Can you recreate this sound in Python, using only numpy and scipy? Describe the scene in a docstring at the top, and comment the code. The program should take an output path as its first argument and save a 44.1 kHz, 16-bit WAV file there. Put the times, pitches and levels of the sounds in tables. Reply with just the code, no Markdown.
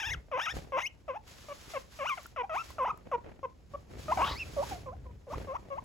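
"""A guinea pig in its pen

A guinea pig calls from a fleece-lined pen in a quiet room, close to a hand-held microphone.
Its vocal folds buzz and its throat shapes the buzz into short, low, reedy calls ("chuts").
Many flip up through a rough break into a thin squeal. Bedding rustles and ticks, paws shuffle,
something taps lightly in the pen, and the hand holding the microphone adds a soft rumble."""
import sys
import numpy as np
from scipy import signal
from scipy.fft import rfft, irfft
from scipy.io import wavfile
from scipy.ndimage import uniform_filter1d

SR = 44100
rng = np.random.default_rng(int(sys.argv[2]) if len(sys.argv) > 2 else 0)


def unload_wav(signal):
    """Save mono or channel-first audio to the path in sys.argv[1] as 16-bit WAV at rate SR, clipped to [-1, 1]."""
    wavfile.write(
        sys.argv[1],
        SR,
        np.round(np.clip(np.atleast_2d(signal).T, -1, 1) * 32767).astype(np.int16),
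    )


N = 257544
TIME = np.arange(N) / SR
CUTOFF_HZ = 15900
RELEASE_S = 0.007   # how long the voice takes to switch off

# the mouth opens wide for the last squeal: time_s, opening (0 to 1), upper_resonance_hz
MOUTH_OPENING = [(4.2, 0.1, 2600), (4.235, 0.6, 2750), (4.28, 0.77, 3560), (4.385, 0.8, 5240),
                 (4.4, 0.03, 5300)]
# dull bumps: start_s, thump_db, knock_db
DULL_BUMPS = [(.116, -37, -46), (0.169, -32, -56), (4.311, -29, -41), (5.355, -29.5, -34)]


def from_db(db):
    """Turn decibels into a number to multiply by."""
    return 10 ** (np.asarray(db) / 20)


def rms_one(x):
    """Scale a sound to an average power of 1."""
    return x / np.sqrt(np.mean(x ** 2) + 1e-20)


def in_time(rows, t=TIME):
    """Join each column of a table with straight lines over time."""
    times, *columns = np.transpose(rows)
    return [np.interp(t, times, column) for column in columns]


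def at_hz(points, hz, column=1):
    """Read a table between its frequencies, giving every octave equal room."""
    table = np.array(points)
    return np.interp(np.log(hz + 1e-9), np.log(table[:, 0]), table[:, column])


def low_pass(x, hz):
    """Gently dull everything above a frequency."""
    return signal.sosfilt(signal.butter(2, min(hz, SR / 3), fs=SR, output="sos"), x + 1e-18)


def drift(hz, size=N):
    """Random wavering up to about a given rate, with a typical size of 1."""
    return rms_one(low_pass(rng.standard_normal(size + SR // 10), hz)[SR // 10:])


def coloured(colour, likeness):
    """Stereo noise with a given tone colour; a likeness of 1 makes left and right the same."""
    gain = from_db(at_hz(colour, np.fft.rfftfreq(N, 1 / SR)))
    mid, side = irfft(rfft(rng.standard_normal((2, N))) * gain, N)
    alike = np.clip(likeness, -1, 1)
    return rms_one(np.sqrt(1 + alike) * mid + np.sqrt(1 - alike) * side * [[1], [-1]])


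def decays(events, fade_s, rise_s):
    """Loudness curve of small hits (start_s, level_db); each dies away by 60 dB in fade_s."""
    out = np.zeros(N)
    age = TIME[:SR // 2]
    for start, db in events:
        first = max(int(start * SR), 0)
        hit = from_db(db - 60 * age / fade_s) * (1 - np.exp(-age / rise_s))
        out[first:first + len(age)] += hit[:N - first]
    return out


def gate(t, start, end, edge_s):
    """One between start and end, zero outside, with short ramps."""
    return np.clip(np.minimum(t - start, end - t) / edge_s + .5, 0, 1)


def voicing(start, end, attack_s):
    """Sample positions, times and on-off ramp for one stretch of voice."""
    at = np.flatnonzero((TIME > start - attack_s / 2) & (TIME < end + RELEASE_S / 2))
    t = TIME[at]
    return at, t, np.clip(np.minimum((t - start) / attack_s, (end - t) / RELEASE_S) + .5, 0, 1)


def mouth(hz, t, peak_db=19.5, width_octaves=0.35):
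    """How many dB the throat boosts a frequency; its upper resonance slides up as the mouth opens."""
    # the throat with the mouth half closed, then wide open: frequency_hz, gain_db
    half_closed = [(500, 1.5), (1050, 10.5), (1740, -4.5), (2100, 3.5), (2600, 2), (3300, -2), (3850, -8.5),
                   (4150, -29), (4550, -29.5), (5100, -2), (6400, 1), (7300, -13), (8800, -14.5),
                   (12200, -8.5), (14000, -16.5)]
    wide_open = [(700, 9.5), (1150, 24), (1900, -3.5), (5200, 2), (7000, -37), (15000, -8)]
    opening, upper_hz = in_time(MOUTH_OPENING, t)
    resonance_db = peak_db * np.exp(-(np.log2((hz + 1) / upper_hz) / width_octaves) ** 2)
    return (1 - opening) * at_hz(half_closed, hz) + opening * (at_hz(wide_open, hz) + resonance_db)


def through_mouth(x, start):
    """Pass a sound through the changing throat, one short slice at a time."""
    hz, age, slices = signal.stft(x, SR, nperseg=512)
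    return signal.istft(slices * from_db(mouth(hz[:, None], start + age)), SR)[1][..., :x.shape[-1]]


def breath(t, phase, rasp, squeal, air_db=-36, rasp_db=-15, open_db=-5, hiss_db=-29):
    """Air puffs out with each beat of the folds, most in a rough, open-mouthed call; squeals hiss."""
    opening, _ = in_time(MOUTH_OPENING, t)
    rush = through_mouth(rng.standard_normal(len(t)), t[0])
    strength = from_db(air_db) + rasp * (from_db(rasp_db) + opening * from_db(open_db))
    puffs = rms_one(rush * (1 + .5 * np.cos(phase))) * strength
    hiss = rms_one(np.gradient(rush)) * from_db(hiss_db) * squeal
    return puffs + hiss


def call(t, hz, octave_db, bright_db, fall_db_per_octave=9, pitch_wobble=0.018, huskiness=0.083):
    """The vocal folds buzz along a pitch curve, making a stack of tones that the throat shapes."""
    # voice breaks and husky stretches: start_s, end_s, half_pitch_db, rasp (0 to 1)
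    breaks = [(0, 0.109, -8, 0.05), (0.375, 0.402, 1.5, 0.27), (0.406, 0.508, -10.5, 0.11),
              (0.771, 0.828, 1.5, 0.31), (1.148, 1.167, -5, 0.21), (2.531, 2.565, -9, 0.03),
              (2.873, 2.898, -1, 0.18), (4.185, 4.252, -0.5, 0.13), (4.246, 4.354, 3.5, 0.76),
              (4.619, 4.648, -1, 0.16), (5.322, 5.359, -14, 0.6), (5.541, 5.58, -4, 0.27),
              (5.79, 5.8, -23, 0)]
    # where the snout points: time_s, direction (plus is left, minus is right)
    snout = [(2.6, 1.03), (2.85, 0.39), (4.25, 0.84), (4.55, -1.2), (5.1, -0.91), (5.6, 1.84)]
    # the two microphone openings at direction 1: frequency_hz, left_louder_db, left_ahead_radians
    mic_openings = [(510, 2.5, 0.47), (950, 1.5, 1.08), (2130, 6, 1.16), (6000, 2.5, 0.17)]
    start, size = t[0], len(t)
    direction, = in_time(snout, t)
    # at a break the folds repeat every second beat, adding half-pitch tones, and beat unevenly
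    split = sum(gate(t, a, b, 0.0035) * from_db(db) for a, b, db, _ in breaks)
    split *= 1 + 0.5 * drift(54, size)
    rasp = sum(gate(t, a, b, 0.0087) * amount for a, b, _, amount in breaks)
    rasp += 0.43 * np.exp(-abs(t - start) / 0.0039)   # they also start unevenly
    phase = 2 * np.pi * np.cumsum(hz * (1 + pitch_wobble * drift(310, size))) / SR
    phase += rasp * drift(190, size)
    low_voice = np.interp(hz, [700, 950], [1, 0])
    squeal = np.interp(hz, [1100, 1600], [0, 1])
    opening, _ = in_time(MOUTH_OPENING, t)
    folds, power = np.zeros((2, size)), 0
    for k in np.arange(1, 25) / 2:   # 0.5, 1, 1.5 ... times the pitch
        tone_hz = k * hz
        db = -fall_db_per_octave * abs(np.log2(k)) - max(k - 5, 0) + (k == 2) * octave_db * low_voice
        db += (k > 1) * bright_db * (1 - opening) * np.interp(tone_hz, [1200, 1700], [0, 1])
        db -= 7 * (1 - squeal) * np.interp(tone_hz, [2900, 3500], [0, 1])   # slack folds sound duller
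        gain = from_db(db) * (tone_hz < CUTOFF_HZ)
        flutter = 1 + (huskiness * k + 0.31 * rasp) * drift(470, size)
        smear = 0
        if k % 1:   # half-pitch tones stand out more high up, and rasp smears them
            gain *= split * from_db(2 * np.log2(k))
            smear = 1.8 * rasp * drift(160, size) + rng.uniform(0, 2 * np.pi)
        pan_db = direction * at_hz(mic_openings, tone_hz)
        lead = direction * at_hz(mic_openings, tone_hz, column=2)
        stereo = np.array([from_db(side * pan_db) * np.exp(1j * side * lead) for side in (.5, -.5)])
        folds += gain * flutter * np.real(stereo * np.exp(1j * (k * phase + smear)))
        power += abs(gain * from_db(mouth(tone_hz, t)) * stereo.mean(0)) ** 2
    buzz = through_mouth(folds, start) * np.sqrt(2 / power)   # keeps the power near 1
    return buzz + breath(t, phase, rasp, squeal)


def high_squeal(curve, bright_db):
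    """A thin squeal warbles up and down in the high voice."""
    at, t, ramp = voicing(curve[0][0], curve[-1][0], attack_s=RELEASE_S)
    hz, level_db = uniform_filter1d(np.array(in_time(curve, t)), size=220, axis=1, mode="nearest")
    return at, ramp * from_db(level_db) * call(t, hz, 0, bright_db)


def guinea_pig():
    """Place every squeal and chut at its time."""
    # one curve for each squeal, made of points: time_s, pitch_hz, level_db
    squeals = [
        [(0.0, 1645, -35), (.015, 1883, -40.5), (.038, 1507, -36.5), (.075, 1880, -38), (.092, 1612, -39.5),
         (.125, 2190, -35.5), (.151, 1260, -41)],
        [(.408, 1230, -52), (.418, 1655, -39.5), (.452, 1944, -40.5), (.473, 1195, -33), (.517, 1837, -41.5),
         (.528, 1710, -44.5)],
        [(.802, 1350, -32), (.81, 1637, -42), (.835, 2100, -39), (.853, 2170, -36), (.873, 2984, -35.5),
         (.887, 3150, -68)],
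        [(2.084, 1535, -46), (2.097, 1254, -31.5), (2.132, 1020, -34.5), (2.146, 1080, -41)],
        [(2.872, 950, -36.5), (2.884, 809, -33.5), (2.896, 1163, -33.5), (2.908, 1302, -29),
         (2.918, 886, -35.5)],
        [(4.25, 1139, -38), (4.29, 1849, -38), (4.332, 2095, -41), (4.35, 1850, -49.5), (4.392, 2600, -46.5),
         (4.4, 2740, -38), (4.426, 2624, -37), (4.437, 2280, -45)],
    ]
    # overtone boost for each squeal: bright_db
    brightness = [6, 6.5, 4.5, 9.5, -6.5, -7]
    # low calls: start_s, length_s, first_hz, settled_hz, swell_s, level_db, octave_db, bright_db
    chuts = [(0.315, 0.11, 666, 485.7, 0.039, -31, 2.5, 4.5),
             (0.721, 0.079, 588.6, 503.6, 0.039, -30, 2.5, 3.5),
             (1.08, 0.1, 712, 487.7, 0.022, -33.5, -1, 0), (1.485, 0.045, 616, 567, 0.078, -36.5, 0.5, 3),
             (1.736, 0.044, 745, 514.6, 0.053, -32.5, 0, 6.5), (1.989, 0.11, 681, 517, 0.033, -35, 2.5, 9),
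             (2.173, 0.032, 875, 516, 0.008, -40.5, 6, 12.5),
             (2.362, 0.061, 748, 473.7, 0.046, -33, 8, 11.5),
             (2.432, 0.024, 749, 825, 0.011, -35.5, -7, -5), (2.495, 0.13, 710, 596.5, 0.18, -29.5, 6, 4.5),
             (2.783, 0.096, 701, 496.4, 0.042, -28, 8.5, 1),
             (3.115, 0.046, 679, 460.5, 0.029, -28, 5.5, -0.5),
             (3.43, 0.029, 582, 490.5, 0.032, -31.5, 3, -4.5),
             (3.736, 0.024, 568, 563, 0.017, -36.5, 3, -14),
             (4.082, 0.055, 606, 625, 0.13, -25.5, 4.5, -4.5), (4.173, .014, 818, 675, 0.0042, -26, 3, -2),
             (4.179, 0.075, 700, 576, 0.031, -28, 2, -3), (4.565, 0.076, 641, 542, 0.029, -29, -12.5, -50),
             (4.71, 0.058, 887, 706, 0.016, -37.5, -4, 0), (4.859, 0.086, 612, 495, 0.027, -41, 0.5, -14),
             (5.055, 0.06, 560, 479, 0.012, -50, 1.5, -32), (5.269, 0.038, 623, 451, 0.016, -45, -18, -14),
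             (5.3, 0.051, 556, 543, 0.017, -40, -1.5, -6), (5.472, 0.1, 613.5, 504, 0.037, -37.5, -1, -7),
             (5.702, 0.095, 590, 539, 0.024, -38, 1.5, -5.5)]
    out = np.zeros((2, N))
    for at, sound in [chut(*row) for row in chuts] + list(map(high_squeal, squeals, brightness)):
        out[:, at] += sound
    return out


def room(x, dull_hz=2600, fade_s=0.23):
    """A short wash of echoes, dulled by soft furnishings."""
    age = TIME[:SR // 2]
    tail = low_pass(rng.standard_normal((2, len(age))), dull_hz)
    tail *= from_db(-60 * age / fade_s) * (age > .004)
    return signal.fftconvolve(x.mean(0)[None], tail / np.sqrt(np.sum(tail ** 2) / 2), axes=1)[:, :N]


def room_air(level_db=-58.5):
    """The faint, steady hush of the room."""
    # its tone colour: frequency_hz, gain_db
    colour = [(60, 9.5), (1000, -18.5), (8000, -52)]
    return from_db(level_db) * coloured(colour, likeness=0.42)


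def movement(rise_db_per_s=478, fall_db_per_s=151.5):
    """Rustle, shuffle and rumble levels in dB: each move builds fast, holds and dies away more slowly."""
    # the animal and the hand move: start_s, length_s, rustle_db, shuffle_db, rumble_db
    moves = [(0.091, 0.044, -66, -55.5, -42), (0.553, 0.012, -50, -43.5, -41.5),
             (1.277, 0.52, -56, -65, -84), (1.707, 0.012, -50.5, -56, -74), (1.921, 0.33, -56.5, -76, -77),
             (2.553, 0.15, -54, -61, -72), (2.705, 0.48, -77.5, -58.5, -60), (3.257, 0.044, -76, -49, -82),
             (3.717, 0.093, -70, -61, -50.5), (3.909, 0.91, -62, -53, -48), (3.99, 0.65, -54.5, -79, -77),
             (4.125, 0.15, -49.5, -50, -52), (4.641, 0.081, -48.5, -54, -60),
             (4.817, 0.33, -104, -63, -47.5), (5.315, 0.11, -58, -50, -45.5),
             (5.457, 0.52, -71, -59, -54.5)]
    # the pen is never quite still: rustle_db, shuffle_db, rumble_db
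    resting = [-73.5, -67.5, -61]
    power = from_db(resting)[:, None] ** 2
    for start, length, *levels_db in moves:
        shape_db = np.minimum(rise_db_per_s * (TIME - start), fall_db_per_s * (start + length - TIME))
        power = power + np.outer(from_db(levels_db), from_db(np.clip(shape_db, -100, 0))) ** 2
    return 10 * np.log10(power)


def bedding(rustle_db):
    """Fleece and hay fibres brush together in tiny grains and uneven swells."""
    # tone colour of the rustle: frequency_hz, gain_db
    colour = [(300, -9.5), (1000, 4), (6000, 0.5), (8000, -4), (12000, -8.5), (16000, -15.5)]
    return from_db(rustle_db + 0.6 * drift(140) + drift(24)) * coloured(colour, likeness=0.29)


def paws(shuffle_db, pats_per_s=28, pat_boost_db=11, pat_spread_db=3):
    """Paws shuffle and knock on the padded floor, with random pats that follow the shuffle's level."""
    # tone colour of the shuffle: frequency_hz, gain_db
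    colour = [(100, 8.5), (550, 6.5), (1100, -8), (2400, -11.5), (10000, -55.5)]
    knocks = decays([(s, db) for s, _, db in DULL_BUMPS], fade_s=0.043, rise_s=0.0013)
    shuffle = from_db(shuffle_db + 2.5 * drift(44))
    hits = np.flatnonzero(rng.random(N) < pats_per_s / SR)
    pat_db = shuffle_db + pat_boost_db + pat_spread_db * rng.standard_normal(N)
    pats = decays(zip(TIME[hits], pat_db[hits]), fade_s=0.018, rise_s=0.00065)
    return (shuffle + knocks + pats) * coloured(colour, likeness=0.28)


def handling(rumble_db, bump_hz=59, bump_boost_db=1):
    """The hand rumbles on the microphone's case; each bump rings for a few low cycles."""
    # tone colour of the rumble: frequency_hz, gain_db
    colour = [(25, -40), (55, -1.5), (150, -15), (1000, -65.5)]
    rumble = from_db(rumble_db) * coloured(colour, likeness=0.98)
    thumps = decays([(s, db + bump_boost_db) for s, db, _ in DULL_BUMPS], fade_s=0.12, rise_s=0.002)
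    return rumble + thumps * np.sin(2 * np.pi * bump_hz * TIME)


def chut(start, length, first_hz, settled_hz, swell_s, level_db, octave_db, bright_db,
         settle_s=0.01395, swell_db=10.5, ring_hz=964):
    """A low call slides onto its pitch as it swells; it may then flip up into the high voice."""
    # jumps into the high voice: middle_s, top_hz, rise_s, level_db (before the losses below)
    flips = [(0.396, 1666, 0.017, -24), (0.791, 1610, 0.014, -21), (1.151, 879, 0.014, -34.5),
             (2.061, 1518, 0.015, -26), (2.567, 1363, 0.021, -30), (2.853, 1005, 0.008, -28.5),
             (4.12, 1072, 0.0071, -20.5), (4.216, 1113, 0.0088, -24), (4.63, 1112, 0.0152, -27.5),
             (4.927, 804, 0.015, -36), (5.342, 1648, 0.018, -27), (5.559, 1578, 0.022, -29),
             (5.782, 1195, 0.014, -34)]
    at, t, ramp = voicing(start, start + length, attack_s=0.001)
    age = t - start
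    hz = settled_hz + (first_hz - settled_hz) * np.exp(-age / settle_s)
    off_peak = np.minimum((age / swell_s - 1) ** 2, 1)
    pop_db = 2 * np.exp(-abs(age) / 0.0013)   # the folds open with a small pop
    loudness = from_db(level_db - swell_db * off_peak + pop_db)
    for middle_s, top_hz, rise_s, flip_db in flips:
        if start < middle_s < start + length:
            high = .5 + .5 * np.tanh((t - middle_s) / rise_s)   # S-shaped rise from 0 to 1
            hz = hz + high * (top_hz - hz)
            fade_db = 10 * np.exp((age - length) / 0.0058)
            off_ring_db = 18.5 * abs(np.log2(hz / ring_hz))   # loudest on the throat's main resonance
            loudness = (1 - high) * loudness + high * from_db(flip_db - fade_db - off_ring_db)
    return at, ramp * loudness * call(t, hz, octave_db, bright_db)


def hay_snaps():
    """Dry stalks snap with tiny, bright ticks."""
    # the snaps: start_s, level_db
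    ticks = [(2.097, -39), (2.2315, -46), (2.265, -42.5), (2.7045, -44.5), (2.833, -49.5), (2.9745, -50)]
    # their tone colour: frequency_hz, gain_db
    colour = [(2000, -20), (7000, 1), (11000, 4.5)]
    return decays(ticks, fade_s=0.013, rise_s=0.00022) * coloured(colour, likeness=0.14)


def taps(fade_s=0.023, scrape_db=-9):
    """Light taps in the pen: each is a short woody ring with a little scrape."""
    # the taps: start_s, pitch_hz, level_db
    hits = [(2.258, 1390, -37), (2.704, 1050, -38.5), (2.975, 1210, -46), (5.381, 475, -30)]
    # tone colour of the scrape: frequency_hz, gain_db
    colour = [(1300, -3), (12000, -34)]
    scrape = from_db(scrape_db) * coloured(colour, likeness=0.42)
    return sum(decays([(s, db)], fade_s, rise_s=0.0003) * (np.sin(2 * np.pi * hz * (TIME - s)) + scrape)
               for s, hz, db in hits)


def scene(voice_db=0.26, echo_db=-22):
    """Mix the animal, its pen, the hand and the quiet room."""
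    voice = from_db(voice_db) * guinea_pig()
    rustle_db, shuffle_db, rumble_db = movement()
    air = room_air()
    echo = from_db(echo_db) * room(voice)
    pen = bedding(rustle_db) + paws(shuffle_db) + hay_snaps() + taps()
    return voice + echo + pen + handling(rumble_db) + air


def widen(x, from_hz=6850, turn_span_hz=4450, linger=0.41):
    """Both sides share one treble signal, which swings in and out of step as the frequency rises."""
    hz = np.fft.rfftfreq(N, 1 / SR)
    left, right = rfft(x)
    shared = np.clip((hz - from_hz) / 1000 + 1, 0, 1)
    turn = 2 * np.pi * np.maximum(hz - from_hz, 0) / turn_span_hz
    twisted = left * np.exp(1j * (turn - linger * np.sin(2 * turn)))
    return irfft(np.array([left, (1 - shared) * right + shared * twisted]), N)


def record(dry, low_cut_hz=36):
    """The microphone widens the treble, thins the deepest bass and cuts off the very top."""
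    thinned = signal.sosfilt(signal.butter(2, low_cut_hz, "high", fs=SR, output="sos"), widen(dry))
    return signal.sosfilt(signal.ellip(10, .2, 70, CUTOFF_HZ, fs=SR, output="sos"), thinned)


dry = scene()
out = record(dry)
unload_wav(out)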